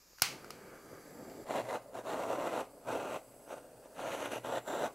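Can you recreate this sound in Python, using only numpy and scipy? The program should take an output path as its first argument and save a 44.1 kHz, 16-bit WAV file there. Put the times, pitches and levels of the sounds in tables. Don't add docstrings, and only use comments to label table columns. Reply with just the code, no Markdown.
import sys
import numpy as np
from scipy import signal
from scipy.fft import rfft, irfft
from scipy.io import wavfile
from scipy.ndimage import uniform_filter1d

SR = 44100
rng = np.random.default_rng(int(sys.argv[2]) if len(sys.argv) > 2 else 0)


def how_loud(loudness_db):
    steps = np.asarray(loudness_db, float) / 20
    return 10 ** steps


def put_to_file(sound):
    columns = np.atleast_2d(sound).T
    safe = np.clip(columns, -1, 1)
    whole_steps = np.round(safe * 32767)
    wavfile.write(sys.argv[1], SR, whole_steps.astype(np.int16))


N = 218098

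LIT_S, CLOSE_S = 0.221, 1.445

# full at t/s, leaves at t/s, roar level/dB, brightness/dB, sweep speed re usual
STRIKES = [(1.503, 1.599, -37, 1.5, 0.65), (1.627, 1.675, -47.5, 3, 0.67), (1.689, 1.762, -37.5, 0.5, 1),
           (1.956, 1.996, -44, 1, 0.78), (2.079, 2.13, -38.5, 1, 0.58), (2.17, 2.338, -37.5, -0.5, 0.24),
           (2.393, 2.606, -36, 0, .72), (2.886, 2.974, -37, -0.5, .7), (2.98, 3.158, -38.5, 0, 0.69),
           (3.489, 3.494, -53.5, 8, 1.3), (3.513, 3.535, -45.5, 1.5, 0.54), (3.563, 3.58, -47.5, 1.5, 0.84),
           (3.836, 3.86, -57, 1, 0.49), (3.999, 4.05, -41, 2, 0.53), (4.064, 4.258, -39, 5, 0.56),
           (4.32, 4.375, -39.5, 5.5, 1.08), (4.448, 4.583, -39.5, 2, 1.6), (4.682, 4.866, -36, 2, 1.14)]
# f/Hz, level/dB (per Hz)
ROAR_TONE = [(53, -45.5), (90, -24), (108, -21.5), (209, -14), (260, -7.5), (431, -8), (618, 0.5),
             (689, -2.5), (786, -4.5), (1000, -10), (1260, -14), (1420, -16), (1600, -17.5), (2080, -79),
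             (3520, -120)]
RASP_TONE = [(1350, -43.5), (1600, -1), (1720, -3), (2010, -0.5), (2300, -6.5), (2780, -6), (3250, -10.5),
             (3940, -9), (4500, -16.5), (5850, -54), (9900, -120)]
HISS_TONE = [(2650, -36), (4500, -5), (5070, -2), (5740, -2), (7590, -1), (8550, -2.5), (10200, -4.5),
             (11400, -7), (12700, -7), (14000, -11.5), (15500, -16.5)]
# t/s, level/dB
COUNTER_BOOMS = [(1.64, -56), (1.76, -55), (1.97, -61.5), (2.18, -66), (2.33, -53), (2.53, -73),
                 (2.91, -55), (3.14, -63), (3.55, -64), (4.05, -57.5), (4.3, -51.5), (4.39, -58),
                 (4.47, -54.5), (4.58, -60), (4.7, -63), (4.85, -67)]
# t/s, peak level/dB
POPS = [(1.473, -44), (1.494, -28.5), (1.508, -22.5), (1.549, -26), (1.956, -38), (2.051, -35),
        (2.384, -24.5), (2.418, -30.5), (2.577, -26), (2.714, -45), (2.859, -37.5), (2.959, -37),
        (3.477, -37), (3.505, -36), (3.518, -36), (3.574, -47), (3.993, -24.5), (4.448, -25), (4.574, -27),
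        (4.653, -42)]
# t/s, level/dB
HELD_RUMBLE = [
    (0.22, -58),
    (0.36, -53.5),
    (0.41, -58),
    (0.68, -53.5),
    (0.82, -57),
    (0.93, -52.5),
    (1.02, -55.5),
    (1.23, -49),
    (1.45, -52),
]
# f/Hz, level/dB (per Hz)
RUMBLE_TONE = [(53, -26), (90, -11), (156, -4), (391, 0.5), (458, -1.5), (628, -5), (714, -6.5), (852, -9),
               (950, -13.5), (1240, -61), (2090, -120)]
AIR_RUSH_TONE = [(800, -28), (990, -9.5), (1220, 1), (1400, -6.5), (1640, -2.5), (1820, -9.5), (2280, -8.5),
                 (2600, -17), (3120, -20), (3300, -19.5), (4290, -61), (7260, -120)]
COLD_JET_TONE = [(470, -62), (800, -18), (1080, -8), (1330, -13), (1980, -15), (2320, -15), (2760, -17),
                 (3130, -23.5), (5010, -8), (6920, -9.5), (8550, -25), (13900, -13), (15500, -30)]
BURNING_JET_TONE = [(1940, -58), (3300, -21), (3450, -12), (4010, -10.5), (4710, -5), (5610, -10),
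                    (6100, -5), (6640, -8), (7610, -6), (8440, -9), (9300, -14.5), (9980, -8.5),
                    (11400, -9), (13400, -9.5), (15500, -16.5)]
# f/Hz, level/dB (per Hz)
IDLE_TONE = [(53, -42), (90, -21), (134, -14), (215, -14), (280, -5), (331, -11), (611, -1.5), (967, -23),
             (1130, -21), (1350, -42), (1630, -25), (2820, -44), (3500, -36), (4550, -64), (7700, -120)]
IDLE_JET_TONE = [(2060, -38), (3500, -29), (3680, -27), (4140, -14.5), (4960, -5), (5340, -11), (5940, -19),
                 (6990, -11.5), (7860, -6.5), (8210, -6.5), (10200, -7.5), (11100, -11), (12200, -9),
                 (13300, -15), (15500, -12)]
# t/s, peak level/dB, knock level re snap/dB, knock f/Hz, room level/dB
CLICKS = [
    (0.133, -57, 18.5, 493, -4),
    (0.185, -47, 13.5, 1570, -6),
    (0.1972, -45, 10, 1400, -20),
    (0.22, -7.5, -3.3, 1450, -9.5),
    (0.445, -46, 17.5, 1386, -6),
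    (0.5054, -32.5, 8.5, 1270, -9.5),
    (1.297, -52, 5, 810, 0),
]
# f/Hz, level/dB (per Hz)
SNAP_TONE = [(35, -43), (110, -17), (450, -24), (756, -3), (1420, -14), (2840, -3), (3500, -16.5),
             (5080, 1), (8600, -14), (10300, -0.5), (11300, -10), (12400, -2.5), (13600, -13),
             (15500, -12.5)]
# t/s, middle band f/Hz, top band f/Hz, lift of these/dB, lift of the rim band/dB
TURN = [(0.0, 7350, 14450, 4, 1.5), (0.17, 8400, 14450, -4, 2.5), (0.62, 7960, 14450, 3, 1),
        (0.95, 7750, 13700, -1, 5.5), (1.15, 7550, 13300, 7, 7), (1.44, 7400, 13150, 4, 3),
        (1.7, 6950, 13200, 2.2, 2.5), (2.3, 7600, 13600, 2.5, 2), (2.72, 7900, 13750, 3.5, 5.5),
        (3.1, 7900, 13300, 5, 2), (3.4, 8000, 13600, 8.5, 12), (3.75, 8400, 13300, 4, 1),
        (4.0, 8100, 13200, 0, -0.5), (4.33, 7800, 13950, 1, 11), (4.55, 7600, 14050, 7.5, 8),
        (4.75, 7370, 14200, 10.5, 0), (4.95, 7900, 14050, -1, 0.7)]
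# t/s, lower band f/Hz, upper band f/Hz, lift/dB
PLATE = [
    (1.44, 1430, 2600, -1),
    (1.72, 1430, 2500, 0),
    (2.0, 1340, 3020, 1.5),
    (2.5, 1390, 2680, 2),
    (3.15, 1400, 2760, 5),
    (4.1, 1580, 2880, 3),
    (4.38, 1540, 2920, 6),
    (4.47, 1640, 3230, 4),
    (4.7, 1690, 3500, 6.5),
    (4.95, 1630, 3400, 4.5),
]
BAND_WIDTHS = [260, 475, 580, 522, 400, 698, 320, 920]
# f/Hz, time to fall 60 dB/s
WALL_RING = [(100, 1), (1000, 0.33), (4000, 0.34), (15000, 0.33)]
# f/Hz, level/dB (per Hz)
WALL_TONE = [(120, -32), (200, -13), (423, -13), (526, -22), (862, -2.5), (944, -6), (1090, -1),
             (1820, -4.5), (2150, 3.5), (2980, -1), (3710, -6), (4300, 0.5), (12500, -16), (15700, -17)]
# f/Hz, level/dB (per Hz)
FLOOR_TONE = [(12, -27), (20, -3), (32, -7.5), (55, -12), (322, -12.5), (393, -12), (536, -11.5),
              (579, -15.5), (800, -17), (1040, -47), (1760, -120)]
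# f/Hz, level/dB
SPREAD_TONE = [(30, -14), (120, -26.5), (400, -31.5), (1500, -34), (4000, -32.5), (15000, -32.5)]


def striking_flame():
    usual_db, lift_off_db, lift_off_s = -38, 2.5, 0.032
    start_s, leaves_s, level_db, bright_db, speed = np.transpose(STRIKES)

    def swelling(t):
        return level_db + lift_off_db * np.exp(-np.maximum(leaves_s - t, 0) / lift_off_s)

    roar_db, which = ramps(start_s, leaves_s, swelling, rise=607 * speed, fall=625 * speed)
    roar_db = np.maximum(roar_db, -62)
    bright_db = uniform_filter1d(bright_db[which], size=900)
    flutter, puffs = drift(16.7), drift(245)

    roar_flicker = 1.2 * flutter + 2.0 * puffs + 2.0 * drift(1260)
    roar = how_loud(roar_db) * turbulence(ROAR_TONE, roar_flicker)

    rasp_db = -54.5 + (roar_db - usual_db) + bright_db
    rasp_flicker = 1.1 * flutter + 1.36 * puffs + 1.4 * drift(33)
    rasp = how_loud(rasp_db) * turbulence(RASP_TONE, rasp_flicker)

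    hiss_db = -59.0 + 0.81 * (roar_db - usual_db) + 0.78 * bright_db
    hiss_flicker = 0.92 * flutter + 1.3 * puffs + 0.27 * drift(12)
    hiss = how_loud(hiss_db) * turbulence(HISS_TONE, hiss_flicker)
    return step(CLOSE_S) * (roar + rasp + hiss + counter_boom()) + pops()


def counter_boom():
    s, level_db = np.transpose(COUNTER_BOOMS)
    boom_db, _ = ramps(s, s, lambda t: level_db, rise=300, fall=180)
    return how_loud(np.maximum(boom_db, -74.5)) * rms_one(band_noise(117, 125, N))


def pops():
    clicks = np.zeros(N)
    s, peak_db = np.transpose(POPS)
    clicks[(s * SR).astype(int)] = -how_loud(peak_db - 1.5)
    pulse = coloured(np.arange(SR // 20) == 0, ROAR_TONE)
    return signal.fftconvolve(clicks, pulse / np.abs(pulse).max())[:N]


def held_torch():
    t, lit = np.arange(N) / SR, step(LIT_S)
    rumble_db, = in_time(HELD_RUMBLE)
    rumble = how_loud(rumble_db) * turbulence(RUMBLE_TONE, 0.99 * drift(60) + 1.9 * drift(8.0))

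    fade_db = 14 * np.clip(t - LIT_S - 0.56, 0, 0.4)
    rush_db = -57.5 + 0.6 * (rumble_db - rumble_db.mean()) - fade_db
    rush = how_loud(rush_db) * turbulence(AIR_RUSH_TONE, 0.6 * drift(73) + 0.87 * drift(3.4))

    cold_db = -65.5 + 18 * np.minimum(t, LIT_S)
    cold = how_loud(cold_db) * turbulence(COLD_JET_TONE, 0.63 * drift(29.7))
    burning = how_loud(-65.5 + t) * turbulence(BURNING_JET_TONE, 0.5 * drift(30))
    return (lit * (rumble + rush + burning) + (1 - lit) * cold) * (1 - step(CLOSE_S))


def idle_flame():
    rumble = how_loud(-57.5) * turbulence(IDLE_TONE, 0.8 * drift(54) + 1.2 * drift(3.8))
    jet_db = -69 + 0.6 * in_time(PLATE)[-1]
    jet = how_loud(jet_db) * turbulence(IDLE_JET_TONE, 0.91 * drift(30))
    return step(CLOSE_S) * (rumble + jet)


def igniter(room):
    t = np.arange(round(0.014 * SR)) / SR
    dry, sent = np.zeros(N), np.zeros(N)
    for s, peak_db, knock_db, knock_hz, room_db in CLICKS:
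        dulling = [(4000, 0), (16000, 0.3 * (peak_db + 9.0))]
        snap = coloured(coloured(rattle(t), SNAP_TONE), dulling)
        knock = np.sin(2 * np.pi * knock_hz * t) * how_loud(-60 * t / 0.015 - 11.5 + knock_db)
        at = round((s - 0.0004) * SR)
        dry[at:at + len(t)] += how_loud(peak_db) * (snap / np.abs(snap).max() + knock)
        sent[at] += how_loud(peak_db + room_db + 16.0)
    return dry + catching_gas() + signal.fftconvolve(sent, room)[:N]


def rattle(t):
    noise = rng.standard_normal(len(t)) * np.clip(t / 0.0008, 0, 1) / (1 + (t / 0.003) ** 4)
    chatter = rfft(noise)
    even = irfft(chatter / uniform_filter1d(np.abs(chatter), size=5), len(t))
    return even * np.clip(t / 0.0003, 0, 1) / (1 + (t / 0.005) ** 6)


def catching_gas():
    whoomp_hz = 114
    since = np.maximum(np.arange(N) / SR - LIT_S, 0)
    whoomp = rms_one(band_noise(1.1 * whoomp_hz, 1.36 * whoomp_hz, N))
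    whoomp = whoomp * step(LIT_S) * how_loud(-50.5 - 60 * since / 0.45)
    thud = how_loud(-39.5 - 60 * since / 0.078) * np.sin(2 * np.pi * whoomp_hz * since)
    return whoomp + thud


def interference(x):
    hz, s, frames = signal.stft(x, SR, nperseg=512)
    patches = uniform_filter1d(rng.standard_normal(frames.shape), size=3, axis=0)
    patches = uniform_filter1d(patches, size=50, axis=1)
    lift_db = 1.1 * rms_one(patches) * (hz[:, None] > 1000)
    for (centre_hz, top_db), width_hz in zip(bright_bands(s), BAND_WIDTHS):
        off = ((hz[:, None] - centre_hz) / width_hz) ** 2
        lift_db = lift_db + top_db * (1 - off) * np.exp(-off / 2)
    shaped = signal.istft(frames * how_loud(lift_db), SR, nperseg=512)[1][:N]
    t = np.arange(SR // 20) / SR
    echoes = rng.standard_normal(len(t)) * np.exp(-t / 0.012) * (t > 0.002)
    echoes = echoes / np.sqrt(np.sum(echoes ** 2))
    return shaped + how_loud(-14) * signal.fftconvolve(shaped, echoes)[:N]


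def bright_bands(s):
    frame, close = np.minimum((s * SR).astype(int), N - 1), s > CLOSE_S
    middle_hz, top_hz, glare_db, rim_db = np.array(in_time(TURN))[:, frame]
    lower_hz, upper_hz, plate_db = np.array(in_time(PLATE))[:, frame]
    return [(4750, ~close * 4.0),
            (5150, close * (-2.5 - 0.34 * plate_db)),
            (middle_hz, glare_db),
            (11200, rim_db),
            (top_hz, 0.9 * glare_db),
            (upper_hz, 1.02 * close * plate_db),
            (lower_hz, close * plate_db),
            (6300, 0.52 * close * plate_db)]


def walls():
    t, out = np.arange(SR) / SR, 0
    for low in 60 * 2 ** np.arange(8):
        out = out + band_noise(low, 2 * low, SR) * how_loud(-60 * t / at_hz(WALL_RING, np.sqrt(2) * low))
    out = coloured(out * np.clip(t / 0.0049, 0, 1), WALL_TONE)
    return out / np.sqrt(np.sum(out ** 2))


def room_hum():
    hum = how_loud(-77.5) * np.sqrt(2) * np.sin(2 * np.pi * 47.6 * np.arange(N) / SR)
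    return how_loud(-73.5) * turbulence(FLOOR_TONE, 2.4 * drift(10)) + hum


def turbulence(tone, flicker_db):
    return rms_one(coloured(rng.standard_normal(N) * how_loud(flicker_db), tone))


def drift(rate_hz):
    r = np.exp(-2 * np.pi * rate_hz / SR)
    wander = signal.lfilter([1], [1, -2 * r, r * r], rng.standard_normal(N + SR))
    return rms_one(wander[SR:])


def band_noise(low_hz, high_hz, size):
    band = signal.butter(2, [low_hz, high_hz], "band", fs=SR, output="sos")
    return signal.sosfilt(band, rng.standard_normal(size))


def coloured(x, tone):
    size = 8192
    hz = np.arange(1, size // 2 + 2) * SR / size
    cepstrum = irfft(np.log(how_loud(np.maximum(at_hz(tone, hz), -120))))
    cepstrum[1:size // 2] *= 2
    cepstrum[size // 2 + 1:] = 0
    return signal.fftconvolve(x, irfft(np.exp(rfft(cepstrum))))[:len(x)]


def ramps(start_s, end_s, top_db, rise, fall):
    t = np.arange(0, N + 64, 64)[:, None] / SR
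    below_db = np.maximum(0, np.maximum(rise * (start_s - t), fall * (t - end_s)))
    shapes = top_db(t) - below_db
    at = np.arange(N) / 64
    loudest_db = np.interp(at, np.arange(len(t)), shapes.max(axis=1))
    return loudest_db, shapes.argmax(axis=1)[at.astype(int)]


def step(s):
    return np.clip((np.arange(N) / SR - s) * 250, 0, 1)


def in_time(rows):
    s, *columns = np.transpose(rows)
    return [np.interp(np.arange(N) / SR, s, c) for c in columns]


def at_hz(points, hz):
    points = np.array(points)
    return np.interp(np.log(hz), np.log(points[:, 0]), points[:, 1])


def rms_one(x):
    return x / np.sqrt(np.mean(x ** 2) + 1e-20)


def scene():
    room = walls()
    flame = striking_flame()
    torch = interference(held_torch() + idle_flame() + flame)
    flame_echo = how_loud(-18) * signal.fftconvolve(flame, room)[:N]
    mid = igniter(room) + torch + flame_echo + room_hum()
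    side = how_loud(-43.0) * coloured(rng.standard_normal(N), SPREAD_TONE)
    return mid + side * [[1], [-1]]


def low_pass(x):
    return signal.sosfilt(signal.butter(12, 16890, fs=SR, output="sos"), x)


def record(dry):
    steep = signal.ellip(10, 0.2, 29, 15750, fs=SR, output="sos")
    deep = signal.cheby2(14, 50, 17300, fs=SR, output="sos")
    mix = signal.sosfilt(deep, signal.sosfilt(steep, dry))
    return low_pass(mix)


dry = scene()
out = record(dry)
put_to_file(out)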